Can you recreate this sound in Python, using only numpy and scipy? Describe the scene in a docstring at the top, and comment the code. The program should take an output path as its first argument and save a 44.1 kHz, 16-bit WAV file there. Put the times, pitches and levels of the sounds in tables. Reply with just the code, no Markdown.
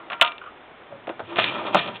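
"""A small workshop, close to a hand-worked metal reloading press on a wooden bench.
Small parts rattle and snap against the plate, the linkage knocks and groans as the lever takes up
its slack, then the ram slides down with a scraping rattle and two clunks of the frame. Impacts and
stick-slip friction excite each part's dense response and its distinct, damped modes.
The microphone passes little above 4 kHz and overloads on the hardest blows."""
import sys
import numpy as np
from scipy import signal
from scipy.fft import rfft, irfft
from scipy.io import wavfile
from scipy.ndimage import uniform_filter1d

SR = 44100
rng = np.random.default_rng(int(sys.argv[2]) if len(sys.argv) > 2 else 0)


def bounce(signal):
    """Save signal as a 16-bit WAV file at the path given by the first command-line argument."""
    frames = np.transpose(np.atleast_2d(signal))
    limited = np.clip(frames, -1, 1)
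    pcm = np.round(limited * 32767).astype(np.int16)
    wavfile.write(sys.argv[1], SR, pcm)


N = 88200

# Friction envelopes of the ram: time_s, body_db, treble_db, bass_db
RAM_LEVELS = [(0, -44, -59.5, -59), (0.139, -48, -54, -61), (.5, -68, -66.5, -76), (.88, -65.5, -76, -63.5),
              (.93, -52, -75.5, -44.5), (1.02, -57.5, -68, -59), (1.17, -69, -59, -59.5),
              (1.23, -57, -57.5, -46), (1.275, -54, -48, -57), (1.298, -36, -39.5, -62.5),
              (1.352, -35, -45.5, -52), (1.40, -27.5, -23.5, -41.5), (1.47, -30, -24.5, -40.5),
              (1.54, -30.5, -34, -44), (1.589, -27.5, -33, -45), (1.634, -31.5, -40.5, -44.5),
              (1.675, -26, -32.5, -54), (1.72, -33, -42.5, -43), (1.76, -26.5, -24.5, -46),
              (1.82, -40.5, -27, -46), (1.85, -34.5, -33.5, -42.5), (1.89, -28.5, -36, -36),
              (1.928, -40.5, -46, -51), (1.959, -38.5, -37, -60), (2.0, -57, -52, -57)]
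# Blows on the plate and snaps of the sprung catch: start_s, level_db
PLATE_BLOWS = [(.002, -37.5), (.106, -26.5), (.123, -26.5), (0.139, -28.5), (0.197, -32), (0.2179, -7.5),
               (.232, -19), (0.2818, -44), (.294, -37)]
CATCH_SNAPS = [(0.2119, -6.5), (0.2144, -7), (0.2164, -11), (0.2201, -12), (0.2238, -10), (0.2272, -18),
               (0.2483, -17.5), (0.262, -23.5), (0.2714, -27), (0.2768, -22.5), (0.2814, -30),
               (.319, -30.5), (0.3808, -34.5)]
# Impacts of small steel parts and of the frame: start_s, level_db, tilt_db_per_octave
STEEL_CLICKS = [(0.1002, -26.5, -4), (.119, -24.5, -5), (0.13, -23, -4), (.179, -47, 0.5),
                (1.071, -31.5, -6), (1.092, -26.5, -8), (1.3586, -23.5, -0.5), (1.3692, -22.5, -3.5),
                (1.380, -22, -0.5), (1.3855, -15, -0.5), (1.390, -14, -3), (1.3979, -16, 3),
                (1.4182, -21, -0.5), (1.4312, -22.5, 6.5), (1.4412, -13.5, 5.5), (1.4609, -22.5, 1.5),
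                (1.481, -25.5, -0.5), (1.7278, -35.5, 0.5), (1.7423, -25, -3.5), (1.7458, -19, 5),
                (1.7675, -19, 8), (1.7768, -22, 8), (1.787, -18.5, 4), (1.7925, -24, 2), (1.876, -28, 9),
                (1.955, -38.5, -1.5)]
FRAME_CLUNKS = [(1.364, -22, 0), (1.3845, -14.5, -1.5), (1.3885, -13, -2), (1.746, -7, 5.5),
                (1.7516, -5, 2), (1.757, -16, 1.5), (1.881, -30.5, -11)]
# Taps of a loose part: start_s, level_db, pitch_hz
LOOSE_TAPS = [(0.414, -33, 1441), (0.4385, -32.5, 1148), (0.459, -34.5, 1407), (0.472, -35.5, 1230),
              (0.485, -43, 1280)]
# Groans of the slipping linkage: start_s, length_s, pitch_hz, level_db
LINKAGE_GROANS = [(0.904, 0.059, 552, -36), (1.2, 0.079, 104, -44), (1.26, 0.14, 343.6, -32.5)]
# Knocks of the linkage and their thuds in the base: start_s, level_db, tilt_db_per_octave, thud_db
LINKAGE_KNOCKS = [(0.9226, -33, -3, -40.5), (1.0752, -22.5, -3, -29.5), (1.0969, -19.5, 0, -27),
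                  (1.194, -24.5, 6.5, -48.5), (1.2015, -23.5, 3.5, -43.5)]

# Dense responses of the struck parts: frequency_hz, gain_db
PLATE_RESPONSE = [(40, -35.5), (200, -26.5), (480, -18.5), (690, 1), (860, -13.5), (1130, 5), (1350, -11),
                  (1650, -11), (3000, -13.5), (4500, -38.5)]
STEEL_RESPONSE = [(40, -33.5), (200, -18.5), (500, -21.5), (1000, -3.5), (1900, -0.5), (2150, -1.5),
                  (2600, 3.5), (3200, -1.5), (3600, -2), (4300, -7)]
CATCH_RESPONSE = [(100, -29.5), (600, -23.5), (1200, -17), (1900, -7), (2350, -7), (2700, 3), (3100, -1.5),
                  (3400, -3), (3620, 0.5), (3900, -9.5), (4400, -10)]
LOOSE_RESPONSE = [(100, -15.5), (900, -17.5), (1130, 8), (1520, 2.5), (1700, -17.5), (3000, -7.5),
                  (4000, -35.5)]
LINKAGE_RESPONSE = [(40, -35.5), (110, -19.5), (220, -14), (320, -7), (450, -2.5), (680, 4), (1000, -12),
                    (1450, -9), (1850, -23), (4500, -39.5)]
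FRAME_RESPONSE = [(40, -27.5), (110, -20), (195, -9), (300, -10.5), (460, -8.5), (630, 2), (740, -0.5),
                  (850, -3.5), (1000, -5.5), (1130, -9.5), (1330, -2), (1600, -21), (4500, -33.5)]
# Dense responses of the parts driven by the ram: frequency_hz, gain_db
FRAME_RUB_RESPONSE = [(60, -28), (200, -14.5), (330, 2), (500, -2.5), (640, 0.5), (800, -1.5), (1000, 1.5),
                      (1350, -5.5), (1700, -11), (2200, -14.5), (4000, -25.5)]
STEEL_RUB_RESPONSE = [(200, -34.5), (1300, -17), (1850, 6.5), (2130, -7.5), (2400, 10.5), (2800, 3),
                      (3150, 5), (3500, 5), (5000, -11)]
BENCH_RESPONSE = [(25, -30.5), (75, -24.5), (112, 8), (155, 0.5), (190, 0), (250, 3), (600, -29.5),
                  (2000, -72)]
# Distinct modes of each part: frequency_hz, level_db, t60_s
PLATE_RESONANCES = [(621, -19, 0.17), (700, -8.5, 0.2), (942, -15, 0.3), (1036, -19.5, 0.37),
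                    (1126, -12, 0.084), (1226, -5, 0.26), (1385, 2.5, 0.15), (1472, -16, 0.12)]
STEEL_RESONANCES = [(2308, -0.78, 0.2), (2353, -1.2, 0.44), (2525, -2, 0.12), (2776, 1, .16),
                    (2930, -1, 0.23), (3280, 0.91, 0.1), (3360, -0.9, 0.16), (3394, -2.8, 0.16),
                    (3670, 0, 0.095)]
LINKAGE_RESONANCES = [(548, -5, 0.067), (703.5, 5, 0.084)]
BASE_RESONANCES = [(276, -9.5, .06), (345, 0, 0.11), (446, -10.5, .07)]
FRAME_RESONANCES = [(187.9, -15, 0.25), (438.4, -21.5, 0.3), (627, -9, 0.14), (692.3, -16, 0.27),
                    (835, -13, 0.059), (990, -15, .11), (1216, -16.5, 0.29), (1323, -10, 0.11)]
BENCH_RESONANCES = [(106, -12, 0.19), (191.8, -2.5, 0.4), (345, -0.5, 0.39)]

# Spectrum of the steady room noise: frequency_hz, relative_db
ROOM_NOISE = [(25, 15), (60, 4.5), (110, -8.5), (200, -5), (250, -0.5), (480, 1.5), (800, 0.5), (1300, -3),
              (2100, -7), (3400, -12.5), (4300, -12.5)]
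# Reverberation time of the workshop: frequency_hz, t60_s
REVERB_TIMES = [(100, 0.66), (500, 0.16), (1300, 0.28), (3500, 0.18)]
# Responses of the reverberation and the microphone: frequency_hz, gain_db
REVERB_RESPONSE = [(200, -9), (1200, -9.5), (3000, -18)]
MIC_RESPONSE = [(20, -19.5), (60, -10), (100, -3.5), (3550, -2.5), (3800, -7), (4100, -11), (4400, -18.5),
                (4700, -53), (5200, -82.5), (6000, -100)]


def amp(db):
    """Amplitude grows tenfold for every 20 dB."""
    return 10 ** (np.asarray(db) / 20)


def unit(x):
    """Normalisation to an rms of 1."""
    return x / np.sqrt(np.mean(x ** 2) + 1e-20)


def read(points, hz):
    """Interpolation on a log-frequency axis."""
    table_hz, value = np.transpose(points)
    return np.interp(np.log(hz + 1), np.log(table_hz + 1), value)


def add(mix, start_s, sound):
    """Superposition: a delayed sound sums into the mix."""
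    part = mix[max(round(start_s * SR), 0):][:len(sound)]
    part += sound[:len(part)]


def colour(x, response, tilt_db=0, size=4096):
    """Minimum-phase filtering by a response, tilted by tilt_db per octave from 500 to 4000 Hz."""
    hz = abs(np.fft.fftfreq(size, 1 / SR))
    octaves = np.log2(np.clip(hz, 500, 4000) / 2000)
    log_gain = np.log(amp(read(response, hz) + tilt_db * octaves))
    impulse = np.fft.ifft(np.exp(np.conj(signal.hilbert(log_gain)))).real
    return signal.fftconvolve(x, impulse[:size // 2])[:len(x)]


def ring(modes, length=SR // 3, linewidth_hz=4.6):
    """Damped free vibration: modes build up over a cycle and die; loose contacts shift their phases."""
    t = np.arange(length) / SR
    steps = rng.standard_normal((len(modes), length)) * np.sqrt(2 * np.pi * linewidth_hz / SR)
    return sum((1 - np.exp(-hz * t)) * amp(db - 60 * t / t60) * np.sin(2 * np.pi * hz * t + drift)
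               for (hz, db, t60), drift in zip(modes, np.cumsum(steps, axis=1)))


def blow(response, modes, ring_db, chatter_s, tilt_db=0):
    """Impact excitation: dying contact chatter drives a part's dense response, and its modes ring."""
    t = np.arange(SR // 3) / SR
    fade = amp(-60 * t / chatter_s)
    chatter = rfft(rng.standard_normal(len(t)) * fade)
    force = irfft(chatter / (abs(chatter) + 1e-12)) * fade ** .25  # even in spectrum
    lowpass = signal.butter(6, 4500, fs=SR, output="sos")
    knock = signal.sosfilt(lowpass, colour(force, response, tilt_db))
    knock *= np.sqrt(.004 * SR / np.sum(knock ** 2))  # the energy of 4 ms at rms 1
    return knock + amp(ring_db) * ring(modes)


def slips(per_s, spread_db):
    """Stick-slip friction: a random train of tiny, uneven impulses."""
    size = amp(spread_db * np.minimum(rng.exponential(1, N), 4))
    return size * rng.standard_normal(N) * (rng.random(N) < per_s / SR)


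def driven(force, response, modes, ring_db):
    """Forced vibration: a sustained force passes through a part's dense response and its modes."""
    modal = signal.fftconvolve(force, ring(modes, SR // 2))[:N]
    return unit(unit(colour(force, response)) + amp(ring_db) * unit(modal))


def ram():
    """Sliding friction: the ram rubs the frame into ringing, rattles steel parts and shakes the bench."""
    times, *levels = np.transpose(RAM_LEVELS)
    body, treble, bass = (amp(np.interp(np.arange(N) / SR, times, db)) for db in levels)
    frame = driven(slips(per_s=3500, spread_db=1.3), FRAME_RUB_RESPONSE, FRAME_RESONANCES, ring_db=-7)
    steel = driven(slips(per_s=4700, spread_db=3), STEEL_RUB_RESPONSE, STEEL_RESONANCES, ring_db=-9)
    bench = driven(rng.standard_normal(N), BENCH_RESPONSE, BENCH_RESONANCES, ring_db=-4)
    return body * frame + treble * steel + bass * bench


def room_noise():
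    """Stationary noise: a steady, band-limited background."""
    noise = colour(rng.standard_normal(N), ROOM_NOISE)
    return amp(-44) * unit(colour(noise, MIC_RESPONSE))


def plate_blows(mix):
    """Plate vibration: each blow rings a set of inharmonic modes."""
    for start_s, db in PLATE_BLOWS:
        add(mix, start_s, amp(db) * blow(PLATE_RESPONSE, PLATE_RESONANCES, ring_db=-4, chatter_s=0.032))


def steel_clicks(mix):
    """Small, stiff bodies resonate high: steel parts collide with bright clicks."""
    for start_s, db, tilt_db in STEEL_CLICKS:
        click = blow(STEEL_RESPONSE, STEEL_RESONANCES, ring_db=-25, chatter_s=0.035, tilt_db=tilt_db)
        add(mix, start_s, amp(db) * click)


def catch_snaps(mix):
    """Elastic rebound: a sprung catch snaps home and bounces in brief contacts."""
    for start_s, db in CATCH_SNAPS:
        snap = blow(CATCH_RESPONSE, STEEL_RESONANCES, ring_db=-26, chatter_s=0.0097)
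        add(mix, start_s, amp(db) * snap)


def loose_taps(mix):
    """One dominant mode gives each light tap of a loose part its pitch."""
    for start_s, db, hz in LOOSE_TAPS:
        add(mix, start_s, amp(db) * blow(LOOSE_RESPONSE, [(hz, 0, .04)], ring_db=5, chatter_s=0.066))


def linkage_groans(mix, waver_depth=0.029):
    """Frictional oscillation: wavering tones swell and fade as the loaded linkage starts to slip."""
    t = np.arange(N) / SR
    for start_s, length_s, hz, db in LINKAGE_GROANS:
        waver = unit(uniform_filter1d(rng.standard_normal(N), size=400))
        cycles = np.cumsum(hz * (1 + waver_depth * waver)) / SR
        swell = np.sin(np.pi * np.clip((t - start_s) / length_s, 0, 1))
        mix += amp(db) * swell * np.sin(2 * np.pi * cycles)


def linkage_knocks(mix):
    """Structure-borne sound: the linkage knocks as its slack closes and passes a thud to the base."""
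    for start_s, db, tilt_db, thud_db in LINKAGE_KNOCKS:
        thud = ring(BASE_RESONANCES)
        knock = blow(LINKAGE_RESPONSE, LINKAGE_RESONANCES, ring_db=-16, chatter_s=0.054, tilt_db=tilt_db)
        add(mix, start_s, amp(db) * knock + amp(thud_db) * thud)


def frame_clunks(mix):
    """A massive body resonates low: the struck frame clunks."""
    for start_s, db, tilt_db in FRAME_CLUNKS:
        clunk = blow(FRAME_RESPONSE, FRAME_RESONANCES, ring_db=-3.5, chatter_s=0.026, tilt_db=tilt_db)
        add(mix, start_s, amp(db) * clunk)


def reverberation(x, delay_s=0.0019):
    """Diffuse field: the workshop's dense reflections decay exponentially, each band at its own rate."""
    hz, t, spectra = signal.stft(rng.standard_normal(SR // 2), SR, nperseg=256)
    decay = amp(-60 * t / read(REVERB_TIMES, hz)[:, None])
    tail = signal.istft(spectra * decay, SR, nperseg=256)[1]
    tail *= np.clip(np.arange(len(tail)) / SR / delay_s - 1, 0, 1)  # fades in after the delay
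    return signal.fftconvolve(x, colour(tail / np.linalg.norm(tail), REVERB_RESPONSE))[:N]


def scene():
    """Superposition of the press's direct sound, its reflections and the room noise."""
    press = ram()
    plate_blows(press)
    steel_clicks(press)
    catch_snaps(press)
    loose_taps(press)
    linkage_groans(press)
    linkage_knocks(press)
    frame_clunks(press)
    mix = press + reverberation(press) + room_noise()
    add(mix, 0.0033, amp(-18.5) * press)  # first reflection, off the bench top
    return mix[None]


def record(dry):
    """Asymmetric clipping: the narrow-band microphone overloads; a low-pass limits the distortion."""
    ceiling, bias, cutoff_hz = 0.73, 0.0097, 16000
    clipped = np.clip(colour(dry[0], MIC_RESPONSE), bias - ceiling, bias + ceiling)
    lowpass = signal.firwin(511, cutoff_hz, window=("kaiser", 9), fs=SR)
    return signal.oaconvolve(clipped, lowpass, "same")[None]


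dry = scene()
out = record(dry)
bounce(out)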